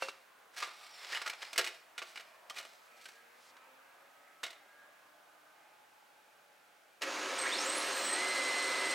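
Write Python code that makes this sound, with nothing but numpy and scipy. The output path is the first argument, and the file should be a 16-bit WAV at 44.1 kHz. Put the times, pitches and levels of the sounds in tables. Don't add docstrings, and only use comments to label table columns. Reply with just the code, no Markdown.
import sys
import numpy as np
from scipy import signal
from scipy.fft import rfft, irfft, next_fast_len
from scipy.io import wavfile

SR = 44100
rng = np.random.default_rng(int(sys.argv[2]) if len(sys.argv) > 2 else 0)


def generate_wav(sig):
    pcm = np.round(np.clip(np.atleast_2d(sig).T, -1, 1) * 32767).astype(np.int16)
    wavfile.write(sys.argv[1], SR, pcm)


N = 394254
TIME = np.arange(N) / SR

ROOM_TONE_COLOUR = [(18, -59), (30, -49), (69, -34), (90, -18), (341, -7.5), (709, -3), (852, -1),
                    (921, -9), (1140, -5), (1550, 0.5), (1720, -5.5), (2130, -8), (2300, -7.5),
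                    (4660, -13.5), (15500, -22)]
DRONE_COLOUR = [(150, -20.5), (300, -13.5), (650, 2.5), (1500, -1.5), (2500, -5.5), (5000, -18)]
PLASTIC_COLOUR = [(71, -65), (120, -44.5), (415, -9), (676, -9.5), (1020, -9.5), (2110, -2), (3240, -7),
                  (4300, -6.5), (4570, -7.5), (6330, -11), (7160, -16), (7760, -10.5), (8250, -15.5),
                  (15500, -28)]
PAPER_COLOUR = [(180, -58), (300, -30.5), (849, 3.5), (937, -13), (1180, -2), (1510, -2.5), (2070, -3.5),
                (5300, -3), (6570, -21), (7620, -12), (15500, -26)]
GEAR_COLOUR = [(35, -102), (60, -57), (242, -13.5), (291, -9.5), (385, -1), (464, -12), (533, -1.5),
               (627, -7.5), (1260, -2), (1420, -5.5), (2910, -7.5), (3120, -11.5), (6120, -13.5),
               (6560, -17), (15500, -39)]
ROLLER_COLOUR = [(88, -64), (150, -40.5), (302, -9.5), (428, -16.5), (519, -3.5), (827, -12.5), (1290, -10),
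                 (1870, -8.5), (2060, -7), (2410, -10.5), (4140, -13), (7000, -21), (8330, -22),
                 (8830, -20.5), (15500, -47)]

ROOM_T60_S = 0.46
ROOM_TONE_DB, ROOM_TONE_SIDE_DB = -67.5, -71.0
# (frequency [Hz], left minus right [dB])
MICROPHONE_LEAN = [(100, 1.5), (400, 0), (1000, 0), (2000, -1.65), (4000, -1), (8000, -2), (12000, 1)]
CUTOFF_HZ = 15900

DRONE_DB, NEAREST_S, PASSING_S, DRONE_PATCHY_DB = -64, 2.3, 3.1, 3.5

# (peak time [s], level [dB], fall time [s], treble change [dB],
# pitch of the rubbed part [Hz], its resonance [dB])
SCUFF_STROKES = [(0.013, -49.5, 0.069, -3, 2660, -23), (0.581, -47, 0.057, 3, 1600, -11),
                 (0.627, -38.5, 0.026, -22, 1130, -4), (0.715, -55, 0.019, -14, 1340, 0),
                 (1.05, -47.5, 0.15, -8, 2060, -17), (1.13, -39.5, 0.024, -22, 1850, 1),
                 (1.15, -46, 0.014, -18, 2790, 6.5), (1.17, -47, 0.015, -18, 1260, 2.5),
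                 (1.264, -39.5, 0.014, -11, 1355, 1), (1.336, -45.5, 0.011, -16, 2320, -8),
                 (1.425, -44.5, 0.032, -14, 2310, -14), (2.07, -65.5, 0.11, 12, 4500, -8),
                 (2.568, -48.5, 0.044, 1.5, 2320, -11), (2.72, -75.5, 0.21, 12.5, 6650, -7),
                 (3.025, -67, 0.092, 11.5, 4500, -18)]
SCUFF_CATCH_DB, SCUFF_WANDER, SCUFF_RISE_SHARE = 2.5, .03, 0.32

# (time [s], level [dB], share of the full ring time [-])
KNOCK_HITS = [(0.0213, -26, 0.84), (0.0839, -30.5, 0.58)]
# (pitch [Hz], level [dB], full time to fall by 60 dB [s])
KNOCK_RINGS = [(350, -22, .05), (535, -12, .26), (710, -9, .035), (930, -9, .04), (1174, -5, .04),
               (1350, -6, .04), (1550, -10, .045), (2340, -15, .07), (2730, -6, .085), (2820, -16, .05),
               (3707, -19, .04), (4600, -14, .035)]
CLACK_ABOVE_HZ = 2000

# (time [s], relative level [dB], bass change [dB],
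# treble change [dB], pitch of the struck part [Hz], its ring [dB], bounces, 0 or 1 [count])
CONTACTS = [(0.566, -36, -5, -1, 1590, -24, 0), (0.622, -33, -3, -10, 2500, -12, 0),
            (0.645, -32.5, -2, -7, 2390, -13, 0), (0.673, -38, 2, -3, 1090, -12, 0),
            (1.122, -28, -5, -6, 2050, -10, 0), (1.149, -31, -15, -3, 2810, -10, 0),
            (1.2162, -25.5, -1, -3, 1190, -25, 0), (1.262, -30, -8, -4, 1260, -13, 0),
            (1.276, -25.5, -17, -1, 1400, -17, 0), (1.297, -27.5, -4, 2.5, 2340, -15, 0),
            (1.530, -32, 3.5, 5.5, 2310, -20, 0), (1.559, -30, 3, 1, 2110, -18, 0),
            (1.578, -19, 0, 10, 4270, -26, 0), (1.584, -22.5, 8.5, 7.5, 2720, -18, 0),
            (1.592, -18, 5, -2, 1860, -12, 0), (1.612, -28, 4, 1, 1530, -18, 0),
            (1.6427, -28.5, -5, 3, 2940, -15, 0), (1.647, -33, -1, 6.5, 3640, -20, 0),
            (1.663, -28, -4, -1, 2440, -18, 0), (1.673, -26.5, 1, 1.5, 2110, -18, 1),
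            (1.743, -41.5, -7, 2, 3650, -23, 0), (1.979, -25.5, -26, -3.5, 2420, -27, 0),
            (1.989, -29.5, -14, -4, 3420, -26, 0), (2.018, -32, 2.5, -10, 1156, -6.5, 1),
            (2.023, -35.5, 8.5, 2, 2100, -24, 0), (2.158, -31.5, -20, -6, 2310, -19, 0),
            (2.174, -29, -17, -12, 2340, -21, 0), (2.197, -35.5, 1, -3, 2260, -11, 0),
            (2.206, -41, -4, 2, 1800, -20, 0), (2.4976, -37.5, -8, 9.5, 3350, -10, 0),
            (2.504, -40, -10, 3, 3100, 1, 0), (2.508, -44.5, -6, -6, 1200, 5, 0),
            (2.564, -36, -14, -10, 2340, -7, 0), (2.571, -35.5, -12, -8, 2480, -2, 0),
            (2.585, -30.5, -5, 3, 4060, -13, 0), (2.600, -38, 4, 0, 1250, -9, 0),
            (2.627, -41, -1, 0, 1180, -12, 0), (2.650, -39, 1, 1, 1200, -12, 0),
            (3.056, -36, -4, 0.5, 1530, -12, 0), (3.086, -41, 2, 2, 2120, -22, 0),
            (3.567, -44.5, -8, -12, 1510, -8, 0), (4.432, -28.5, -5, 3, 1500, -10, 0),
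            (4.436, -22.5, -4, -1.5, 3770, -14, 1), (4.464, -31, 1, -2, 2120, -11, 1),
            (4.504, -41.5, 6, 6.5, 3650, -18, 0), (4.529, -44, 2, 0, 2000, -20, 0),
            (7.019, -25, -3, 1.5, 1960, -18, 0), (7.025, -24.5, 1, -2, 2840, -26, 0),
            (7.033, -34.5, -6, 5, 1970, -18, 0)]
# (pitch [Hz], level [dB], time to fall by 60 dB [s])
CASING_RINGS = [(362, -35, 0.13), (486.6, -35, 0.14), (673, -26, 0.12), (1410, -20.5, 0.056),
                (1654, -23.5, 0.061), (2350, -33, 0.16), (2913, -17.5, 0.043), (3750, -24, 0.033),
                (7700, -37, .03)]
BOUNCE_S, BOUNCE_LOSS_DB = .0155, 11
RATTLE_RISE_S, RATTLE_T60_S, PART_T60_S = 0.00046, 0.058, .045

# (start [s], end [s], level it grows towards at the end [dB])
SHEET_SLIDES = [(0.567, 1.175, -50), (1.326, 1.598, -56), (2.053, 2.177, -63), (2.6, 2.7, -68)]
SLIDE_ATTACK_S, SLIDE_GROWTH_DB_PER_S, SLIDE_RELEASE_S = 0.06, 21.5, 0.11
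# (pitch [Hz], width [Hz], relative level [dB])
SHEET_RESONANCES = [(797, 25, -13), (1260, 170, 3.5), (2240, 67, 7), (3600, 200, -3), (4650, 97, -1),
                    (5560, 95, 9.5), (7320, 180, -4)]
SHEET_SINK_FROM_S, SHEET_SINK_S, SHEET_SINK_PER_S = .9, .25, .36

# (time [s], firing rate [Hz])
ENGINE_SPEED = [(2.6, 121), (3.2, 117), (3.55, 128.5), (4.05, 139.5), (4.55, 146.5), (4.95, 150),
                (5.72, 154)]
# (frequency [Hz], relative level [dB])
ENGINE_PATH = [(120, -49), (265, -12.5), (310, -16.5), (400, -25), (540, -5.5), (600, -9.5), (720, -8.5),
               (1050, -18.5), (1200, -9.5), (1300, 3), (1410, -24), (1510, -2.5), (1600, -8), (1640, 7.5),
               (1690, -15)]
# (multiple of the firing rate [-], relative level [dB])
ENGINE_HARMONICS = [(2, -1), (4, 2), (5, -5), (6, -4), (8, 1), (9, -1.5), (10, -2.5), (11, -4), (12, -6),
                    (14, -3)]
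ENGINE_DB, ENGINE_FROM_S, ENGINE_RISE_S, ENGINE_TO_S, ENGINE_FADE_S = -70.5, 2.5, 0.45, 5.82, 0.12
ENGINE_WAVER_DB, ENGINE_WAVER_HZ = 3, 4

# (peak time [s], rise width [s], fall width [s], low edge [Hz], high edge [Hz], level [dB])
RUSTLE = (3.5, 0.09, 0.01, 3002, 6500, -65)
# (peak time [s], width [s], pitch [Hz], bandwidth [Hz], level [dB])
HOLLOW_SWELL = (6, 0.7, 844, 72, -72.5)

MOTOR_ON_S, GEAR_RISE_S, GEAR_DB = 7.009, .012, -41
ROLLER_RISE_S, ROLLER_DB = 0.34, -40
# (pitch [Hz], relative level [dB])
GEAR_TONES = [(152, -31), (230, -17), (306, -11), (382.6, -5), (454, -12), (535.3, -5), (589.4, -7),
              (690.3, -6), (921.6, -8), (1043, -5), (1269.5, -6), (1298.2, -2), (1357.4, -6), (1644, -4),
              (2279, -8)]

DRIVE_ON_S, SIZZLE_DB, SIZZLE_GROWTH_DB = 7.38, -51, 3.5
CHOP_HZ, CHOP_DB, CHOP_WIDTH_HZ = 8274, -7.5, 200
# (pitch [Hz], width [Hz], relative level [dB])
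DRIVE_RESONANCES = [(4130, 350, -1.5), (5610, 160, -1), (6480, 170, -22), (7370, 160, -6), (7560, 200, -6),
                    (8244, 210, 5), (9830, 260, -12), (10380, 300, -10.5), (12100, 350, -24),
                    (13900, 550, -20)]
# (peak time [s], level [dB], width [s])
DRIVE_SURGES = [(7.388, -36, 0.0044), (7.42, -41, 0.018), (8.14, -43, 0.13)]

# (time [s], turns per second [1/s])
MIRROR_RUN_UP = [(7.404, 0), (7.46, 47), (7.53, 102.6), (7.6, 156.3), (7.66, 200.5), (7.72, 241.2),
                 (7.8, 292.4), (7.88, 340), (7.97, 389.8), (8.05, 430), (8.14, 474.2), (8.23, 515)]
SPIN_START_S = MIRROR_RUN_UP[0][0]
LOCK_S, LOCKED_TURNS_PER_S, OVERSHOOT_TURNS_PER_S, SETTLE_S = 8.225, 507, 7.5, .25
# (peak time [s], width [s], pitch [Hz], bandwidth [Hz], level [dB])
ROTOR_RASP = (7.465, 0.0266, 1750, 1100, -42)
COIL_DB, COIL_SAG_DB, COIL_FADE_S = -34, 19, 0.035
COIL_FLICKER_DB, COIL_JITTER_HZ, COIL_ECHO_DB = 3, 42, -6
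# (multiple of the turn rate [-], relative level at full speed [dB], power of growth with speed [-])
COIL_TONES = [(18, 5.5, 3.5), (36, -3, 0), (54, -10, 1), (72, -7, 1.3)]
# (frequency [Hz], level change [dB])
HOUSING_PATH = [(900, -14), (1800, 3), (2500, -9), (3300, -5), (4150, 2), (4700, -6), (5350, 1), (5900, -8),
                (6400, -3), (7000, -9), (7600, -3), (8250, 7), (8700, -12), (9200, -11), (9700, 0),
                (10350, 2), (11200, -14), (12000, -11), (13000, -20), (14000, -5), (15300, -11)]
FLUTTER_HZ, FLUTTER_WIDTH_HZ, FLUTTER_PATCHY_DB, FLUTTER_DB = 4165, 110, 3.5, -53
MIRROR_FACETS, WHINE_DB, WHINE_POWER = 4, -40, 8


def from_db(db):
    return 10 ** (np.asarray(db) / 20)


def rms_one(x):
    return x / np.sqrt(np.mean(x ** 2) + 1e-20)


def at_hz(points, hz):
    f, value = np.transpose(points)
    return np.interp(np.log(np.maximum(hz, 1)), np.log(f), value)


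def since(s):
    return np.maximum(TIME - s, 0)


def settle(s, lag):
    return 1 - np.exp(-since(s) / lag)


def die_away(t, t60):
    return np.exp(-np.log(1000) * t / t60)


def swell(s, width):
    return np.exp(-.5 * ((TIME - s) / width) ** 2)


def drift(rate):
    r = np.exp(-80 * np.pi * rate / SR)
    steps = rng.standard_normal(N // 40 + 2002)
    slow = signal.lfilter([1], [1, -2 * r, r * r], steps)[2000:]
    return np.interp(np.arange(N) / 40, np.arange(len(slow)), rms_one(slow))


def butter(x, hz, kind, order=2):
    return signal.sosfilt(signal.butter(order, hz, kind, fs=SR, output="sos"), x)


def colour(x, spectrum, size=4096):
    gain = rms_one(from_db(at_hz(spectrum, np.arange(size // 2 + 1) * SR / size)))
    cepstrum = irfft(np.log(gain))
    cepstrum[1:size // 2] *= 2
    cepstrum[size // 2 + 1:] = 0
    return signal.oaconvolve(x, irfft(np.exp(rfft(cepstrum))))[:len(x)]


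def resonance(x, hz, width):
    r = np.exp(-np.pi * width / SR)
    feed = np.array([1, 0, -1]) * (1 - r * r) / 2
    return signal.lfilter(feed, [1, -2 * r * np.cos(2 * np.pi * hz / SR), r * r], x)


def ring(clicks, hz, t60):
    r, w = np.exp(-np.log(1000) / (t60 * SR)), 2 * np.pi * hz / SR
    return signal.lfilter([0, np.sin(w)], [1, -2 * r * np.cos(w), r * r], clicks + 1e-18)


def sine(hz):
    return np.sqrt(2) * np.sin(2 * np.pi * (np.cumsum(hz) / SR + rng.random()))


def noise_band(hz, width):
    return rms_one(resonance(resonance(rng.standard_normal(N), hz, width), hz, width))


def grains(per_s, spread_db, hiss):
    happens = rng.random(N) < per_s / SR
    sign = rng.choice([-1, 1], N)
    strength = from_db(spread_db * np.clip(rng.standard_normal(N), -2, 2))
    return rms_one(rms_one(happens * sign * strength) + hiss * rng.standard_normal(N))


def bend(x, ratio):
    return np.interp(np.cumsum(ratio) % N, np.arange(N), x)


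def room(x, wet_db, wall_hz=6000, first_echo_s=.004):
    t = TIME[:SR // 2]
    noise = butter(rng.standard_normal(len(t)), wall_hz, "low", order=1)
    tail = noise * die_away(t, ROOM_T60_S) * (t > first_echo_s)
    return from_db(wet_db) * signal.oaconvolve(x, tail / np.sqrt(np.sum(tail ** 2)))[:N]


def room_tone(db):
    return from_db(db) * colour(rng.standard_normal(N), ROOM_TONE_COLOUR)


def far_drone():
    nearness = 1 / np.hypot(1, (TIME - NEAREST_S) / PASSING_S)
    rush = colour(rng.standard_normal(N), DRONE_COLOUR)
    patches = sum((from_db(DRONE_PATCHY_DB * drift(2)) - 1) * resonance(rush, hz, hz / 8)
                  for hz in np.geomspace(300, 2400, 14))
    return from_db(DRONE_DB) * nearness * rms_one(rush + patches)


def scuffs(treble_hz=4000, part_width_hz=70):
    slips = grains(per_s=1000, spread_db=1.5, hiss=0.91) * from_db(SCUFF_CATCH_DB * drift(67))
    wander = 1 + SCUFF_WANDER * drift(10)
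    rub = colour(slips, PLASTIC_COLOUR)
    treble = butter(rub, treble_hz, "high", order=1)
    out = np.zeros(N)
    for s, db, fall, treble_db, part_hz, part_db in SCUFF_STROKES:
        distance = np.maximum((s - TIME) / (SCUFF_RISE_SHARE * fall), (TIME - s) / fall)
        stroke = np.exp(-np.minimum(distance, 20))
        part = from_db(part_db) * rms_one(bend(resonance(slips, part_hz, part_width_hz), wander))
        out += from_db(db) * stroke * (rub + (from_db(treble_db) - 1) * treble + part)
    return butter(out, 480, "high")


def knocks(crack_db=-7.5, crack_s=0.2, crack_hz=5000, clack_lag_s=0.0034, damping_s=0.012):
    out = np.zeros(N)
    for s, db, ring_share in KNOCK_HITS:
        thud, clack = np.zeros((2, N))
        thud[round(s * SR)] = from_db(db)
        clack[round((s + clack_lag_s) * SR)] = from_db(db)
        for k, (hz, mode_db, t60) in enumerate(KNOCK_RINGS):
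            blow = thud if hz < CLACK_ABOVE_HZ else clack
            level = from_db(mode_db + rng.normal(0, 1.0))
            out += ring(blow, hz, t60 * ring_share) * level * (-1) ** k
        dying = (TIME >= s) * die_away(since(s), crack_s)
        crack = butter(dying * rng.standard_normal(N) + 1e-18, [300, crack_hz], "band")
        out += from_db(db + crack_db) * crack
    damping = np.exp(-since(KNOCK_HITS[-1][0] + damping_s) / damping_s)
    return butter(out * damping, 260, "high", order=3)


def touches():
    found = []
    for s, db, bass_db, treble_db, part_hz, ring_db, bounces in CONTACTS:
        found.append((s, db, bass_db, treble_db, part_hz, ring_db))
        if bounces:
            found.append((s + BOUNCE_S, db - BOUNCE_LOSS_DB, bass_db, treble_db, part_hz, ring_db))
    return found


def tray(rattle_db=-5.0, crack_db=-6.0, bass_hz=900, treble_hz=4000, part_width_hz=220, size=8192):
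    t = np.arange(size) / SR
    force, parts = np.zeros((2, N + size))
    contacts = touches()
    for s, db, bass_db, treble_db, part_hz, ring_db in contacts:
        rattle_shape = (1 - np.exp(-t / RATTLE_RISE_S)) * die_away(t, RATTLE_T60_S)
        burst = from_db(rattle_db) * rng.standard_normal(size) * rattle_shape
        burst[0] += from_db(crack_db)
        bass = (from_db(bass_db) - 1) * butter(burst, bass_hz, "low", order=1)
        treble = (from_db(treble_db) - 1) * butter(burst, treble_hz, "high", order=1)
        burst = burst + bass + treble + resonance(burst, part_hz, part_width_hz)
        start = round(s * SR)
        force[start:start + size] += from_db(db - 4.5) * burst
        part_ring = np.sin(2 * np.pi * part_hz * t) * die_away(t, PART_T60_S)
        parts[start:start + size] += from_db(db + ring_db) * part_ring
    out = colour(force[:N], PLASTIC_COLOUR) + parts[:N]
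    s, db, bass_db = np.transpose(contacts)[:3]
    chance_db = rng.normal(0, 1.9, (len(s), len(CASING_RINGS)))
    for k, (hz, mode_db, t60) in enumerate(CASING_RINGS):
        blows = np.zeros(N)
        blow_db = db + mode_db + chance_db[:, k] + bass_db * (hz < bass_hz)
        blows[np.round(s * SR).astype(int)] = from_db(blow_db)
        out += ring(blows, hz, t60)
    return butter(out, 313, "high", order=3)


def paper(sheet_db=-3.5):
    level = np.zeros(N)
    for start, end, db in SHEET_SLIDES:
        growth = from_db(db - SLIDE_GROWTH_DB_PER_S * np.maximum(end - TIME, 0))
        level += settle(start, SLIDE_ATTACK_S) * growth * np.exp(-since(end) / SLIDE_RELEASE_S)
    slips = grains(per_s=3000, spread_db=3, hiss=.6) * from_db(1.5 * drift(25))
    sheet = sum(from_db(db + 3 * drift(8)) * resonance(slips, hz, width)
                for hz, width, db in SHEET_RESONANCES)
    tuning = np.exp(-SHEET_SINK_PER_S * np.clip(TIME - SHEET_SINK_FROM_S, 0, SHEET_SINK_S))
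    sheet = from_db(sheet_db) * rms_one(bend(sheet, tuning))
    return level * rms_one(colour(slips, PAPER_COLOUR) + sheet)


def engine_tones():
    firing_hz = np.interp(TIME, *np.transpose(ENGINE_SPEED))
    fade_in = (TIME - ENGINE_FROM_S) / ENGINE_RISE_S
    fade_out = (ENGINE_TO_S - TIME) / ENGINE_FADE_S
    tones = np.zeros(N)
    for k, db in ENGINE_HARMONICS:
        path_db = at_hz(ENGINE_PATH, k * firing_hz)
        level = from_db(ENGINE_DB + db + path_db + ENGINE_WAVER_DB * drift(7.4))
        tones += level * sine(k * firing_hz + ENGINE_WAVER_HZ * drift(19.8))
    return np.clip(np.minimum(fade_in, fade_out), 0, 1) * tones


def brush():
    s, rise_s, fall_s, low_hz, high_hz, db = RUSTLE
    shape = swell(s, np.where(TIME < s, rise_s, fall_s))
    air = butter(rng.standard_normal(N), [low_hz, high_hz], "band", order=1)
    return from_db(db) * shape * rms_one(butter(air, 11000, "low"))


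def hollow_tone():
    s, width, hz, band_hz, db = HOLLOW_SWELL
    return from_db(db) * swell(s, width) * noise_band(hz, band_hz)


def gear_train(mesh_db=-12.5, squeal_hz=6700, squeal_db=-16.0):
    teeth = colour(grains(per_s=2500, spread_db=1.5, hiss=0.58), GEAR_COLOUR)
    load = drift(4.3)
    hum = np.zeros(N)
    for hz, db in GEAR_TONES:
        pitch = hz * (1 + .001 * load + .003 * drift(30))
        hum += from_db(db - 1 + 3 * drift(9)) * sine(pitch)
    squeal = noise_band(squeal_hz, 160) * from_db(2.0 * drift(10.0))
    churn = teeth + from_db(mesh_db) * hum + from_db(squeal_db) * squeal
    return settle(MOTOR_ON_S, GEAR_RISE_S) * from_db(GEAR_DB) * churn


def rollers():
    rush = colour(grains(per_s=4000, spread_db=0.5, hiss=0.88), ROLLER_COLOUR)
    return settle(MOTOR_ON_S, ROLLER_RISE_S) * from_db(ROLLER_DB + 0.18 * drift(5.6)) * rush


def mirror_turns():
    run_up = np.interp(TIME, *np.transpose(MIRROR_RUN_UP))
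    held = LOCKED_TURNS_PER_S + OVERSHOOT_TURNS_PER_S * np.exp(-since(LOCK_S) / SETTLE_S)
    return np.minimum(run_up, held)


def motor_body(x):
    return sum(from_db(db) * resonance(resonance(x, hz, width), hz, width)
               for hz, width, db in DRIVE_RESONANCES)


def drive_sizzle(speed):
    chopper = from_db(CHOP_DB) * sine(CHOP_HZ * (1 + .005 * drift(70)))
    body = rms_one(motor_body(rng.standard_normal(N)))
    sizzle = from_db(SIZZLE_DB + SIZZLE_GROWTH_DB * speed) * (body + chopper)
    surge_level = sum(from_db(db) * np.exp(-np.abs(TIME - s) / width) for s, db, width in DRIVE_SURGES)
    surges = surge_level * (noise_band(CHOP_HZ, CHOP_WIDTH_HZ) + chopper)
    return (TIME > DRIVE_ON_S) * from_db(2.5 * drift(25)) * (sizzle + surges)


def coil_song(turns, speed, wobble=0.17):
    ramps = np.minimum(TIME - SPIN_START_S, LOCK_S - TIME) / COIL_FADE_S
    current = from_db(COIL_DB - COIL_SAG_DB * speed) * np.clip(ramps, 0, 1)
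    tones = np.zeros(N)
    for k, db, growth in COIL_TONES:
        level = from_db(db + at_hz(HOUSING_PATH, k * turns) + COIL_FLICKER_DB * drift(60))
        tone = sine(k * turns + COIL_JITTER_HZ * drift(200))
        tones += level * speed ** growth * tone * (k * turns < CUTOFF_HZ)
    coils = tones * current * (1 + wobble * sine(turns))
    return coils + room(coils, wet_db=COIL_ECHO_DB)


def kick_off(turns):
    s, width, hz, band_hz, db = ROTOR_RASP
    steps = 1 + sine(6 * turns) / 2
    return from_db(db) * swell(s, width) * noise_band(hz, band_hz) * steps


def flutter_tone(speed):
    return from_db(FLUTTER_DB + FLUTTER_PATCHY_DB * drift(12)) * speed * noise_band(FLUTTER_HZ, FLUTTER_WIDTH_HZ)


def scanner():
    turns = mirror_turns()
    speed = turns / LOCKED_TURNS_PER_S
    return drive_sizzle(speed) + coil_song(turns, speed) + kick_off(turns) + flutter_tone(speed)


def mirror_whine(octave_db=-17):
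    turns = mirror_turns()
    level = from_db(WHINE_DB + .6 * drift(14)) * (turns / LOCKED_TURNS_PER_S) ** WHINE_POWER
    facet_hz = MIRROR_FACETS * turns
    return level * (sine(facet_hz) + from_db(octave_db) * sine(2 * facet_hz))


def scene():
    clacks = knocks()
    printer = gear_train() + rollers() + scanner()
    near = scuffs() + tray() + paper() + brush() + printer
    far = far_drone() + engine_tones() + hollow_tone()
    echoes = room(clacks, wet_db=-17.5) + room(near, wet_db=-14.5)
    mid = clacks + near + echoes + mirror_whine() + far + room_tone(ROOM_TONE_DB)
    diffuse = room_tone(ROOM_TONE_SIDE_DB) + from_db(-4.5) * far_drone()
    side = room(near, wet_db=-24.0) + butter(diffuse, 4400, "low", order=1)
    return butter(np.array([mid + side, mid - side]), 57, "high")


def record(dry):
    size = next_fast_len(N)
    lean_db = at_hz(MICROPHONE_LEAN, np.arange(size // 2 + 1) * SR / size)
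    gains = from_db(np.array([lean_db, -lean_db]) / 2)
    heard = irfft(rfft(dry, size) * gains, size)[:, :N]
    return signal.sosfilt(signal.ellip(10, .1, 70, CUTOFF_HZ, fs=SR, output="sos"), heard)


dry = scene()
out = record(dry)
generate_wav(out)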